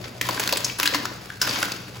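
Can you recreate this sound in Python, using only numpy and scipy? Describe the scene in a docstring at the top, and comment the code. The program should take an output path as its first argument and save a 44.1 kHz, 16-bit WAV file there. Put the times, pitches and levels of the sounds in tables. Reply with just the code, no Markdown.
"""A spatula scrapes through clams in thick sauce: three stirring strokes in a steel wok.
Each stroke rubs over the steel, churns the sauce and tumbles shells that clack on each other and
on the pan. The wok rings with every contact and the tiled kitchen adds a short tail.
Underneath are a faint sizzle, the rush of the burner and a motor hum."""
import sys
import numpy as np
from scipy import signal
from scipy.fft import rfft, irfft
from scipy.io import wavfile

SR = 44100
rng = np.random.default_rng(int(sys.argv[2]) if len(sys.argv) > 2 else 0)


def file_out(sig):
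    """Save sig as 16-bit WAV at sys.argv[1]."""
    # one column per channel
    cols = np.atleast_2d(sig).T
    # limit, then scale
    lim = np.clip(cols, -1, 1)
    pcm = np.round(lim * 32767).astype(np.int16)
    wavfile.write(sys.argv[1], SR, pcm)


N = 88200
TIME = np.arange(N) / SR

# The steel bowl's modes, lowest first. Each row: pitch in Hz, relative level in dB.
WOK_MODES = [(292, -1.5), (536, -17), (1001, -14.5), (2610, -17), (4712, -14)]


def from_db(db):
    """Decibels to gain."""
    return 10 ** (np.asarray(db) / 20)


def rms_one(x):
    """Scale to unit rms."""
    return x / np.sqrt(np.mean(x ** 2) + 1e-20)


def level(curve):
    """Gain over time from (s, dB) points."""
    return from_db(np.interp(TIME, *np.transpose(curve)))


def at_hz(points):
    """A (Hz, value) table read at every frequency of the spectrum."""
    hz, value = np.transpose(points)
    return np.interp(np.log(np.fft.rfftfreq(N, 1 / SR) + 1), np.log(hz), value)


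def colour(x, eq):
    """Shape x with an EQ curve of (Hz, dB) points, then scale to unit rms."""
    return rms_one(irfft(rfft(x) * from_db(at_hz(eq)), N))


def band(x, edges_hz):
    """Band-pass."""
    edges_hz = np.clip(edges_hz, 20, SR / 2 - 500)
    return signal.sosfilt(signal.butter(2, edges_hz, "band", fs=SR, output="sos"), x)


def resonate(x, hz, width_hz):
    """One damped resonance with unit gain at its peak."""
    r = np.exp(-np.pi * width_hz / SR)
    feedback = [1, -2 * r * np.cos(2 * np.pi * hz / SR), r * r]
    return signal.lfilter(np.array([1, 0, -1]) * (1 - r * r) / 2, feedback, x + 1e-18)


def grains(per_s, spread_db):
    """Random clicks of uneven size, as mid and side."""
    born = rng.random(N) < per_s / SR
    size = from_db(spread_db * np.minimum(rng.exponential(1, N), 4))
    return born * size * rng.choice([-1, 1], (2, N))


def chatter(length_s, rise_s=0.00033, impact_s=0.00046, impact_db=-7):
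    """Force of one contact, as mid and side: a sharp first touch, then a dying rattle."""
    t = TIME[:SR // 8]
    impact = from_db(impact_db) * np.exp(-t / impact_s)
    force = (np.exp(-t / length_s) + impact) * (1 - np.exp(-t / rise_s))
    return rng.standard_normal((2, len(t))) * force


def add(out, s, part, db, boost_db=16, side_db=-6):
    """Mix in one part of a contact at time s, with its relative energy set by db."""
    start = int(s * SR)
    unit_energy = part / np.linalg.norm(part, axis=1, keepdims=True)
    part = from_db(boost_db + db) * unit_energy * from_db([[0], [side_db]]) / 2
    out[:, start:start + part.shape[1]] += part[:, :N - start]


def taps(rows, length_s, q):
    """Contacts that sound one damped resonance each, from (s, dB, Hz) rows."""
    out = np.zeros((2, N))
    for s, db, hz in rows:
        add(out, s, resonate(chatter(length_s), hz, hz / q), db)
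    return out


def motor(waver_db=3.5):
    """A motor hums in the mid channel, each partial wavering in level."""
    # Each row: pitch in Hz, level in dB.
    partials = [(60.5, -59), (98.5, -53), (121.5, -47.5), (183, -52)]
    hum = 0
    for hz, db in partials:
        waver = np.interp(TIME, np.linspace(0, TIME[-1], 16), rng.standard_normal(16))
        tone = np.sqrt(2) * np.sin(2 * np.pi * (hz * TIME + rng.random()))
        hum = hum + from_db(db + waver_db * waver) * tone
    return np.outer([1, 0], hum)


def burner():
    """The burner's steady, low rush."""
    # Each row: frequency in Hz, relative gain in dB.
    rush_eq = [(25, -23), (60, -9), (110, 3.5), (300, -11), (600, -19), (5000, -25.5), (9000, -82)]
    return from_db(-47.5) * colour(rng.standard_normal((2, N)), rush_eq)


def sizzle():
    """The hot sauce sizzles in tiny pops."""
    # Each row: frequency in Hz, relative gain in dB.
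    pop_eq = [(500, -8), (1500, 25), (5000, -2), (9000, -10)]
    return from_db(-64.5) * colour(grains(per_s=340, spread_db=7.5), pop_eq)


def kitchen(x, t60_s=0.69, treble_t60_s=0.54, split_hz=8700, delay_s=0.008, wet_db=-10):
    """A diffuse tail off the tiles; the treble dies sooner."""
    noise = rng.standard_normal((2, N))
    body = band(noise, (120, split_hz)) * from_db(-60 * TIME / t60_s)
    treble = band(noise, (split_hz, 17000)) * from_db(-60 * TIME / treble_t60_s)
    tail = rms_one((body + treble) * (TIME > delay_s)) / np.sqrt(N)
    return from_db(wet_db) * signal.fftconvolve(x[:1], tail, axes=1)[:, :N]


def boom(t60_s=0.35):
    """A hard push flexes the whole bowl, which hums in its lowest mode."""
    # Each row: start in seconds, level in dB.
    pushes = [(0.834, -33), (0.95, -27.5)]
    envelope = sum(from_db(db - 60 * np.abs(TIME - s) / t60_s) * (TIME >= s) for s, db in pushes)
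    return np.outer([1, 0], envelope * np.sin(2 * np.pi * WOK_MODES[0][0] * TIME))


def wok(contacts, boost_db=13.5, t60_s=0.067):
    """The steel rings briefly with every contact."""
    width_hz = np.log(1000) / (np.pi * t60_s)
    return sum(from_db(boost_db + db) * resonate(contacts, hz, width_hz) for hz, db in WOK_MODES)


def sauce(plops_per_s=500, q=8):
    """Air pockets plop in the churned sauce, each ringing a few cycles."""
    # The swell of the churning. Each row: time in seconds, level in dB.
    churn = [(0, -42), (.18, -46.5), (.31, -40.5), (.56, -40.5), (.74, -48.5), (.95, -38.5), (1.38, -52.5),
             (1.48, -37.5), (1.62, -38.5), (1.85, -49.5)]
    # Each row: frequency in Hz, relative gain in dB.
    plop_eq = [(80, -2), (160, -2.5), (290, 3), (570, 2), (1200, -7.5), (3000, -25)]
    pitches = np.geomspace(160, 1300, 12)
    plops = 0
    for hz in pitches:
        pockets = grains(plops_per_s / len(pitches), spread_db=3.4)
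        plops = plops + rms_one(resonate(pockets, hz, hz / q))
    return level(churn) * colour(plops, plop_eq)


def scrape(slips_per_s=4500, tinkles_per_s=980, jerks_per_s=170, jerk_db=3, catch_s=0.012):
    """Spatula and shells stick and slip on the steel, tinkling and at times catching with a crunch."""
    # The spatula's pressure, heard as loudness. Each row: time in seconds, level in dB.
    pressure = [(0, -44), (.06, -41.5), (.12, -50.5), (.205, -49.5), (.225, -34.5), (.42, -33), (.69, -35),
                (.78, -50.5), (.79, -29.5), (.89, -32), (1.04, -39.5), (1.15, -45), (1.40, -48.5),
                (1.425, -30), (1.60, -30.5), (1.83, -45.5)]
    # Each row: frequency in Hz, relative gain in dB.
    scrape_eq = [(200, -7), (600, -4.5), (1200, 1.5), (3300, -1.5), (4900, -2), (6200, -4), (16000, -9)]
    # The spatula catches briefly. Each row: start in seconds, accent in dB.
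    catches = [(.041, 12.5), (0.416, 7), (0.937, 14), (1.47, 5), (1.509, 5), (1.557, 11)]
    crunch_hz, tinkle_q, tinkle_db, spread_db = (862, 6660), 15, -7, 1.5
    grip = sum((from_db(db) - 1) * (TIME >= s) * np.exp(-np.abs(TIME - s) / catch_s)
               for s, db in catches)
    slips = colour(grains(slips_per_s, spread_db), scrape_eq)
    tinkle = sum(resonate(grains(tinkles_per_s / 20, spread_db), hz, hz / tinkle_q)
                 for hz in np.geomspace(*crunch_hz, 20))
    jerks = from_db(jerk_db * np.interp(TIME * jerks_per_s, np.arange(N), rng.standard_normal(N)))
    rubbing = rms_one(jerks * (slips + from_db(tinkle_db) * colour(tinkle, scrape_eq)))
    return level(pressure) * (rubbing + grip * band(slips, crunch_hz))


def spatula_bumps():
    """The spatula bumps the pan through the food with a hollow knock."""
    # Each row: start in seconds, relative level in dB, pitch in Hz.
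    bumps = [(0.289, -7.5, 1030), (0.527, -10.5, 554), (0.946, -8.5, 954), (1.682, -19, 1070),
             (1.962, -27, 950)]
    return band(taps(bumps, length_s=0.0057, q=2.5), (407, 2610))


def shell_ticks():
    """A single shell is flicked or dragged and rings briefly."""
    # Each row: start in seconds, relative level in dB, pitch in Hz.
    ticks = [(0.267, -26, 10400), (0.309, -15.5, 4540), (0.347, -27, 10300), (0.3762, -13, 1550),
             (0.535, -9, 4230), (0.56, -16, 2420), (0.697, -13.5, 2420), (0.786, -17.5, 11000),
             (1.3014, -16, 1590), (1.416, -13, 3090), (1.427, -11.5, 1450), (1.4715, -16, 1340),
             (1.492, -10, 4500), (1.51, -12.5, 4600), (1.549, -17, 3160), (1.601, -19.5, 11100)]
    return taps(ticks, length_s=0.0027, q=9.5)


def shell_clacks(knock_q=6, shell_q=6.5, snap_growth=1.165):
    """Tumbling shells chatter for a few ms: a crack, a snap, a thud, a pan knock and a shell's ring."""
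    # Each row: start in seconds, crack level in dB, chatter decay in seconds, knock pitch in Hz,
    # knock level in dB, shell pitch in Hz, shell level in dB. The levels are relative.
    hits = [ (0.212, -7, 0.0047, 2260, -11, 3300, -20.5), (0.288, -9.5, 0.0051, 1560, -11.5, 4510, -46),
            (0.396, -5.5, 0.0076, 873, -12.5, 1540, -10.5), (0.436, -12.5, 0.0047, 1640, -32, 2160, -19),
            (0.475, -9.5, 0.0026, 1730, -18, 4160, -12.5), (0.49, -10, 0.0055, 1660, -38, 2560, -14.5),
            (0.525, -6, 0.0047, 1000, -13, 4150, -10.5), (0.571, -11.5, 0.0059, 3900, -15.5, 7800, -11.5),
            (0.645, -17.5, 0.0082, 6580, -8.5, 5420, -6), (0.799, -5, 0.0026, 1470, -10, 2500, -31),
            (0.83, -6, 0.0052, 1570, -16, 2590, -11), (0.856, -5.5, 0.0099, 1660, -10, 2820, -5.5),
            (0.8749, -28, 0.0018, 1680, -11, 4250, -3), (0.945, -9, 0.01, 1800, -10.5, 4580, -10.5),
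            (1.054, -17, 0.0026, 1610, -10.5, 5070, -18), (1.415, -6.5, 0.011, 1470, -8.5, 5270, -3),
            (1.628, -14, 0.0025, 1700, -5, 2580, -13), (1.7188, -18, 0.0034, 1040, -28, 4550, -13.5)]
    crack_hz, snap_hz, thud_hz = (1380, 7930), (5560, 17260), (413, 870)
    out = np.zeros((2, N))
    for s, crack_db, length_s, knock_hz, knock_db, shell_hz, shell_db in hits:
        force = chatter(length_s)
        add(out, s, band(force, crack_hz), crack_db)
        add(out, s, band(force, snap_hz), snap_growth * crack_db)  # harder cracks are brighter
        add(out, s, band(force, thud_hz), crack_db - 17)
        add(out, s, resonate(force, knock_hz, knock_hz / knock_q), knock_db)
        add(out, s, resonate(force, shell_hz, shell_hz / shell_q), shell_db)
    return out


def microphones(mid_side):
    """Mid and side become left and right, with the pair's width, balance and phase."""
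    # Each row: frequency in Hz, gain of the side channel in dB.
    width = [(60, -16), (250, -15), (600, -2.5), (5500, -5.5), (7400, -19.5)]
    # Each row: frequency in Hz, left over right in dB.
    balance = [(60, 0.1), (300, 3), (1000, 2), (1550, -0.5), (2500, 2), (5400, 4.5), (6800, 0), (16000, 0)]
    # Each row: frequency in Hz, phase lead of the left channel in radians.
    lead = [(30, 0), (700, -.4), (2200, .7), (7400, 0), (8500, -2.8), (9600, -3.5), (10400, -6.2),
            (11600, -6.4), (12550, -9.1), (13700, -9.8), (14800, -12.5)]
    mid, side = rfft(mid_side)
    side = side * from_db(at_hz(width))
    tilt = from_db(at_hz(balance) / 2)
    left = (mid + side) * tilt * np.exp(1j * at_hz(lead))
    right = (mid - side) / tilt
    return irfft(np.array([left, right]), N)


def scene():
    """Stirring in the wok, in the kitchen, over the stove."""
    contacts = shell_clacks() + shell_ticks() + spatula_bumps() + scrape()
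    pan = contacts + wok(contacts) + sauce()
    return microphones(pan + kitchen(pan) + boom() + motor() + burner() + sizzle())


def record(dry):
    """A steep low-pass cuts the treble above 15.8 kHz."""
    return signal.sosfilt(signal.ellip(10, .2, 80, 15800, fs=SR, output="sos"), dry)


dry = scene()
out = record(dry)
file_out(out)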